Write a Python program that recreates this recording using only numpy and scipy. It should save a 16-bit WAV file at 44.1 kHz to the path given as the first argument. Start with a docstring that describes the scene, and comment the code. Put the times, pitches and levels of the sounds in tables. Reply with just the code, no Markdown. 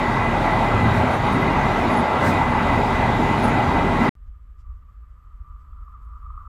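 """First the front of a running train: wheels roar on the rails, a shaft throbs, gears whine, flanges squeak.
Noise with shaped tone makes the roar and puffs of air; wavering sines make the throb, whine and squeaks.
After a cut and a short silence, a quiet trackside: wind on the microphone (low noise) and a rail that
starts to sing (narrow noise with short pulses) as a far train comes nearer."""
import sys
import numpy as np
from scipy import signal
from scipy.fft import rfft, irfft, next_fast_len
from scipy.io import wavfile
from scipy.ndimage import uniform_filter1d, map_coordinates

SR = 44100
rng = np.random.default_rng(int(sys.argv[2]) if len(sys.argv) > 2 else 0)


def to_linear_factor(level_db):
    """Convert decibel levels (scalar or array-like) to linear amplitude factors."""
    exponent = np.asarray(level_db, float) / 20
    return 10 ** exponent


def unload_wav(signal):
    """Save mono or channel-first audio to the path in sys.argv[1] as 16-bit WAV at rate SR, clipped to [-1, 1]."""
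    wavfile.write(
        sys.argv[1],
        SR,
        np.round(np.clip(np.atleast_2d(signal).T, -1, 1) * 32767).astype(np.int16),
    )


N = 285768  # samples
CUT_S, RESUME_S = 4.0935, 4.1525  # the ride ends; the trackside begins


def unit(x):
    """Scales a sound to an average strength (rms) of 1."""
    return x / np.sqrt(np.mean(x ** 2) + 1e-20)


def curves(rows):
    """Draws straight lines between rows: one curve for each column after the time."""
    s, *cols = np.transpose(rows)
    return [np.interp(np.arange(N) / SR, s, c) for c in cols]


def wobble(rate):
    """A smooth random curve through `rate` random points a second."""
    coarse = np.arange(0, N + 32, 32)  # worked out at every 32nd sample, then joined by lines
    points = rng.standard_normal(int(N * rate / SR) + 4)
    curve = map_coordinates(points, [coarse * rate / SR])
    return np.interp(np.arange(N), coarse, curve)


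def colour(points):
    """Turns (pitch_hz, level_db) points into a gain for any pitch, joined on a log pitch axis."""
    f, db = np.transpose(points)
    return lambda hz: to_linear_factor(np.interp(np.log(hz + 1), np.log(f + 1), db))


def rush(gain, patchy_db):
    """Noise of rms 1 with this gain over pitch, uneven in patches of time and pitch."""
    z = signal.stft(rng.standard_normal(N), nperseg=512)[2]
    field = uniform_filter1d(rng.standard_normal(z.shape), 5, 0)
    field = uniform_filter1d(field, 14, 1)
    noise = signal.istft(z * to_linear_factor(patchy_db * unit(field)), nperseg=512)[1][:N]
    m = next_fast_len(N + 8192)
    spectrum = rfft(noise, m) * gain(np.fft.rfftfreq(m, 1 / SR))
    return unit(irfft(spectrum, m)[:N])


def bump(s, length):
    """A bell-shaped swell around time s."""
    return np.exp(-8 * ((np.arange(N) / SR - s) / length) ** 2)


def swells(rows):
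    """Adds up bell-shaped swells in amplitude."""
    return sum(to_linear_factor(db) * bump(s, length) for s, length, db in rows)


def lift_db(rows):
    """Adds up bell-shaped lifts and dips in dB."""
    return sum(db * bump(s, length) for s, length, db in rows)


def tone(hz):
    """A sine of rms 1 that follows a pitch curve."""
    return np.sqrt(2) * np.sin(2 * np.pi * (np.cumsum(hz) / SR + rng.random()))


def rolling():
    """Rough rail shakes wheels and car body: four bands of noise follow the roughness and the shake."""
    # tone of the wheel noise: pitch_hz, level_db (per Hz)
    wheel_colour = [(15, -33.5), (25, -8), (113, 3), (204, -2.5), (240, -3), (458, -9.5), (873, -4),
                    (1810, -20), (2010, -11), (2180, -19), (3010, -24.5), (3740, -25), (5300, -35.5),
                    (9850, -44.5), (15600, -56)]
    # resonances of car body and wheels: pitch_hz, width_hz, level_db
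    resonances = [(58, 19, -0.5), (80.2, 30, 4), (100, 14, -3), (245.5, 51, 5.5), (393, 37, 4.5),
                  (467, 63, -1), (916, 68, 2), (1210, 40, -1), (1347, 33, 6.5), (1593, 120, 5),
                  (1726, 120, 0), (1920, 91, -0.5), (2040, 110, 1.5), (2090, 40, -3), (2280, 50, 2.5),
                  (2480, 34, 5.5), (3775, 49, 7), (6900, 450, 3)]
    # the ride: time_s, roughness under the wheels (level_db), shake of the car body above it (level_db)
    ride = [(0.0, -22.5, -6.5), (0.06, -22.5, -2.5), (0.66, -21.5, -2.5), (1.0, -21, 2.5), (1.15, -20, -5),
            (1.19, -24.5, 2), (1.28, -19, -7), (1.31, -21.5, -1), (1.87, -21, -2.5), (1.95, -18, -10.5),
            (2.01, -21.5, 0.5), (2.07, -22, -8), (2.31, -19, -0.5), (2.41, -21.5, -2), (3.99, -22, 0),
            (4.08, -19.5, -4.5)]

    def body(hz):
        peaks_db = sum(db / (1 + (2 * (hz - c) / w) ** 2) for c, w, db in resonances)
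        return colour(wheel_colour)(hz) / (1 + (36 / (hz + 1)) ** 4) * to_linear_factor(peaks_db)

    def above(hz, edge):
        return 1 / (1 + (edge / (hz + 1)) ** 8)

    def band(low_hz, high_hz, patchy_db):
        def gain(hz):
            return body(hz) * np.sqrt(np.abs(above(hz, low_hz) - above(hz, high_hz)))
        return rush(gain, patchy_db)

    rough_db, shake_db = curves(ride)
    on_board = slice(round(CUT_S * SR))
    mean_db = np.mean(rough_db[on_board])
    rough_swing_db = rough_db - mean_db
    shake_swing_db = shake_db - np.mean(shake_db[on_board])
    jolt_db = .25 * wobble(14)  # bumps in the track reach every band
    # low_hz, high_hz, dB over mean roughness, share of its swing, share of the shake, own sway dB, patches dB
    bands = [(1, 160, -5.5, 0.6, 1.13, 1.16, -0.1),  # boom
             (160, 450, -3, 1.2, 0.62, 1.53, 0.2),  # rumble
             (450, 2800, -0.24, .9, .05, 0.35, 1.52),  # roar
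             (2800, SR, -19.5, .5, 0.1, 0.48, 1.5)]  # hiss
    out = np.zeros(N)
    for low_hz, high_hz, db, swing, shaken, sway_db, patchy_db in bands:
        level_db = mean_db + db + swing * rough_swing_db + shaken * shake_swing_db
        level_db = level_db + sway_db * wobble(8) + jolt_db
        out += to_linear_factor(level_db) * band(low_hz, high_hz, patchy_db)
    return out


def shaft():
    """A turning shaft throbs low at its own rate; a tone near the third multiple swells now and then."""
    # the low throb sinks: middle_s, length_s, change_db
    throb_lulls = [(0.05, .5, -4), (1.08, .3, -18), (1.37, .2, -8), (2.15, .7, -16), (2.6, .15, -8),
                   (3.38, .15, -9), (3.65, .2, -13), (4.09, .15, -8)]
    # the third multiple swells: middle_s, length_s, level_db
    third_swells = [(.55, .2, -32), (.86, 0.57, -23.5), (1.27, 0.23, -36), (1.84, 0.45, -39),
                    (2.49, .15, -42), (2.7, .3, -41), (3.15, 0.56, -28.5), (3.47, 0.17, -32),
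                    (3.9, 0.37, -32.5)]
    throb_db, third_db = -30.5, -45.5  # throb between its lulls; third multiple between its swells
    throb_level = to_linear_factor(throb_db + lift_db(throb_lulls) + .8 * wobble(5))
    throb = throb_level * tone(38 + 0.36 * wobble(4.0))  # Hz
    third = (to_linear_factor(third_db) + swells(third_swells)) * tone(111.5 + 1.087 * wobble(4.1))  # Hz
    return throb + third


def gears():
    """Gear teeth give thin lines that waver in pitch and level; the load on them lifts the upper lines."""
    # lines of the whine: pitch_hz, level_db, waver_hz
    whine_lines = [(232.5, -37, 2), (817, -36, 1.5), (854.8, -34, 1.5), (891, -41, 2), (914, -41, 2),
                   (932, -42, 2), (1057, -44, 2), (1092, -43, 2), (1142.6, -44, 2), (1222, -47, 4),
                   (1890, -52, 4), (1927, -49, 5), (1982, -44, 4), (2020, -40, 4), (2075, -50, 6),
                   (2364, -56, 6), (2475, -53, 5), (2789, -57, 6), (3354, -65, 6)]
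    # gear load: time_s, change_db
    gear_load = [(0, 4.5), (.8, 5), (1.1, -8), (1.5, 3), (2.12, 2), (2.5, 3), (3.3, 0), (3.8, 3.5),
                 (4.08, -5)]
    load_db, = curves(gear_load)
    out = np.zeros(N)
    for hz, db, waver_hz in whine_lines:
        flutter = unit(to_linear_factor(4 * wobble(16)))
        level = to_linear_factor(db + load_db * (hz > 1500))
        out += level * flutter * tone(hz + waver_hz * wobble(14))
    return out


def flanges():
    """Wheel flanges give short rough squeaks, most of them sagging in pitch."""
    # squeaks: middle_s, length_s, start_hz, end_hz, level_db
    squeaks = [(.97, .08, 11100, 10900, -68), (1.10, .06, 13400, 13200, -66), (1.111, .07, 9800, 9700, -55),
               (1.15, .05, 9600, 9500, -54), (1.158, .09, 13000, 13000, -64), (1.275, .05, 9800, 9750, -58),
               (1.337, .09, 15200, 13980, -63), (1.345, .07, 9550, 9300, -54),
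               (1.42, .05, 12800, 12600, -57), (1.43, .05, 9450, 9160, -58),
               (1.85, .05, 14600, 14100, -67.5), (1.925, 0.065, 10150, 10000, -52),
               (1.92, .09, 13900, 13400, -63), (1.985, .07, 9850, 9700, -49.5),
               (2.015, .04, 12800, 12300, -64), (3.396, .04, 9700, 9560, -54),
               (3.443, .08, 13900, 13500, -64), (3.449, .05, 10100, 9750, -46),
               (3.48, .07, 10000, 10100, -54.5)]
    out = np.zeros(N)
    rough, flutter = wobble(400), wobble(70)
    for s, length, start_hz, end_hz, db in squeaks:
        i = np.arange(round((s - length) * SR), round((s + length) * SR))
        u = (i / SR - s) / length  # -0.5 at the start pitch, 0.5 at the end pitch
        pitch = (start_hz + end_hz) / 2 + (end_hz - start_hz) * u
        pitch = pitch + .010 * start_hz * rough[i]
        out[i] += to_linear_factor(db + 3 * flutter[i]) * np.exp(-8 * u ** 2) * tone(pitch)
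    return out


def swishes():
    """Puffs of bright air noise over a faint flicker that never quite rests."""
    # puffs: middle_s, length_s, level_db
    puffs = [(.43, 0.06, -57), (.66, 0.14, -58), (.97, 0.16, -52), (1.33, .1, -59.5), (1.8, 0.11, -55),
             (1.94, 0.12, -64), (2.275, .12, -42), (2.72, 0.065, -63), (3.15, .06, -66), (3.45, 0.15, -51),
             (4.03, 0.11, -55.5)]
    # tone of the air: pitch_hz, level_db (per Hz)
    puff_colour = [(500, -59), (1500, -9), (4000, 2), (9000, -3), (15500, -10.5)]
    flicker = to_linear_factor(-67 + 3 * wobble(30))  # dB
    return (swells(puffs) + flicker) * rush(colour(puff_colour), patchy_db=1.2)


def since_resume():
    """Seconds since the trackside began, zero before that."""
    return np.maximum(np.arange(N) / SR - RESUME_S, 0)


def nearness_db():
    """Growth of the far train's sound as the distance and the loss along the rail shrink."""
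    arrival_s, rail_loss_db_per_s = 7.26, 4.5  # the arrival lies after the end of the sound
    since = since_resume()
    distance = np.maximum(1 - since / (arrival_s - RESUME_S), .05)  # 1 = where it is at first
    return rail_loss_db_per_s * since - 20 * np.log10(distance)


def wind():
    """Wind buffets the microphone: low uneven noise that freshens, with gusts and lulls."""
    # gusts and lulls: middle_s, length_s, change_db
    gusts = [(4.6, .12, 5.5), (5.21, .1, -10), (5.4, .1, 4), (5.46, .06, -9)]
    # tone of the buffeting: pitch_hz, level_db (per Hz)
    buffet_colour = [(5.9, -48), (10, -17), (30, -3), (54, 0), (74, -7), (92, -16), (115, -35), (150, -68),
                     (250, -120)]
    start_db, rise_db_per_s = -42, 2.5
    level_db = start_db + rise_db_per_s * since_resume() + lift_db(gusts)
    return to_linear_factor(level_db) * unit(to_linear_factor(0.63 * wobble(12)) * rush(colour(buffet_colour), patchy_db=1.5))


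def rail_song(near_db):
    """The rail carries the far wheels as a narrow trembling band of noise, with short ringing pulses."""
    # swells of the song: middle_s, length_s, change_db
    song_swells = [(4.68, 0.28, 4), (4.95, .15, 0.5), (5.47, 0.33, 3.5)]
    # tone of the song: pitch_hz, level_db (per Hz)
    song_colour = [(400, -120), (700, -60), (830, -42), (900, -21), (950, -22), (985, -13.5), (1085, -10.5),
                   (1130, -21), (1155, 0.5), (1210, 0.5), (1290, -6), (1345, -11.5), (1365, -13),
                   (1420, -21), (1460, -20), (1600, -62), (3000, -120)]
    # short louder pulses: middle_s, peak level_db, pitch_hz
    pings = [(5.2273, -57.5, 1230), (5.7322, -48.5, 1275), (5.8823, -40.5, 1160), (6.0804, -50, 1204),
             (6.1163, -55, 1130), (6.2308, -38, 1204), (6.266, -38, 1215), (6.3054, -33.5, 1210),
             (6.3438, -41.5, 1210), (6.3791, -29.5, 1196), (6.418, -39, 1215), (6.455, -40, 1215)]
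    trembling = unit(to_linear_factor(1.7 * wobble(40)) * rush(colour(song_colour), patchy_db=-0.2))
    song = to_linear_factor(-69.5 + near_db + lift_db(song_swells)) * trembling
    t = np.arange(N) / SR
    pulses = sum(to_linear_factor(db) * bump(s, 0.009) * np.sin(2 * np.pi * hz * t) for s, db, hz in pings)
    return song + pulses


def rustling():
    """Faint bright rustles: short swells of high noise."""
    # rustles: middle_s, length_s, level_db
    rustles = [(4.275, .03, -82), (4.605, 0.066, -75), (5.61, .05, -83), (6.03, .06, -85)]
    # tone of the rustles: pitch_hz, level_db (per Hz)
    rustle_colour = [(1000, -20), (2500, 2), (7000, 1), (9000, -8), (12500, -12), (13500, -39)]
    return swells(rustles) * rush(colour(rustle_colour), patchy_db=1.5)


def far_background(near_db):
    """Low murmur, soft air and thin treble beside the track: noises that grow a little with the song."""
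    # tone of each layer: pitch_hz, level_db (per Hz)
    murmur_colour = [(68, -28), (115, 4.5), (184, -7.5), (230, -9), (266, -14), (339, -17), (678, -23.5),
                     (850, -24), (1100, -43), (1870, -120)]
    air_colour = [(850, -32), (1450, -3), (1970, -7), (2130, -10), (2510, -14), (3040, -15.5), (5000, -28),
                  (6500, -53), (11000, -120)]
    treble_colour = [(2000, -120), (3500, -30), (4500, -10), (7300, -8), (7850, -4), (8200, -9),
                     (9300, -24), (9570, -1), (9800, -24), (10300, -28), (10800, -18), (11600, -6),
                     (12000, -2), (13000, -8), (13500, -40), (15700, -60)]
    # the factor of near_db is each layer's share of the song's growth
    murmur = to_linear_factor(-65.5 + 0.14 * near_db) * rush(colour(murmur_colour), patchy_db=0.9)
    air = to_linear_factor(-76.5 + 0.15 * near_db) * rush(colour(air_colour), patchy_db=0.4)
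    treble_level = to_linear_factor(-86.5 + 0.18 * near_db + .8 * wobble(25))
    treble = treble_level * rush(colour(treble_colour), patchy_db=1.0)
    return murmur + air + treble


def scene():
    """On board until the cut, silence, then beside the track with a very short fade at the end."""
    t = np.arange(N) / SR
    on_board = rolling() + shaft() + gears() + flanges() + swishes()
    on_board = on_board * np.clip((CUT_S - t) / 0.001, 0, 1)
    near_db = nearness_db()
    trackside = wind() + rail_song(near_db) + rustling() + far_background(near_db)
    end_fade_s = .004
    trackside = trackside * (t >= RESUME_S) * np.clip((t[-1] - t) / end_fade_s, 0, 1)
    return (on_board + trackside)[None]  # one channel


def roll_off(x):
    """The treble ends steeply here."""
    return signal.sosfilt(signal.butter(12, 15710, fs=SR, output="sos"), x)


def record(dry):
    """Turns the finished mix into the sound that is written."""
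    return roll_off(dry)


dry = scene()
out = record(dry)
unload_wav(out)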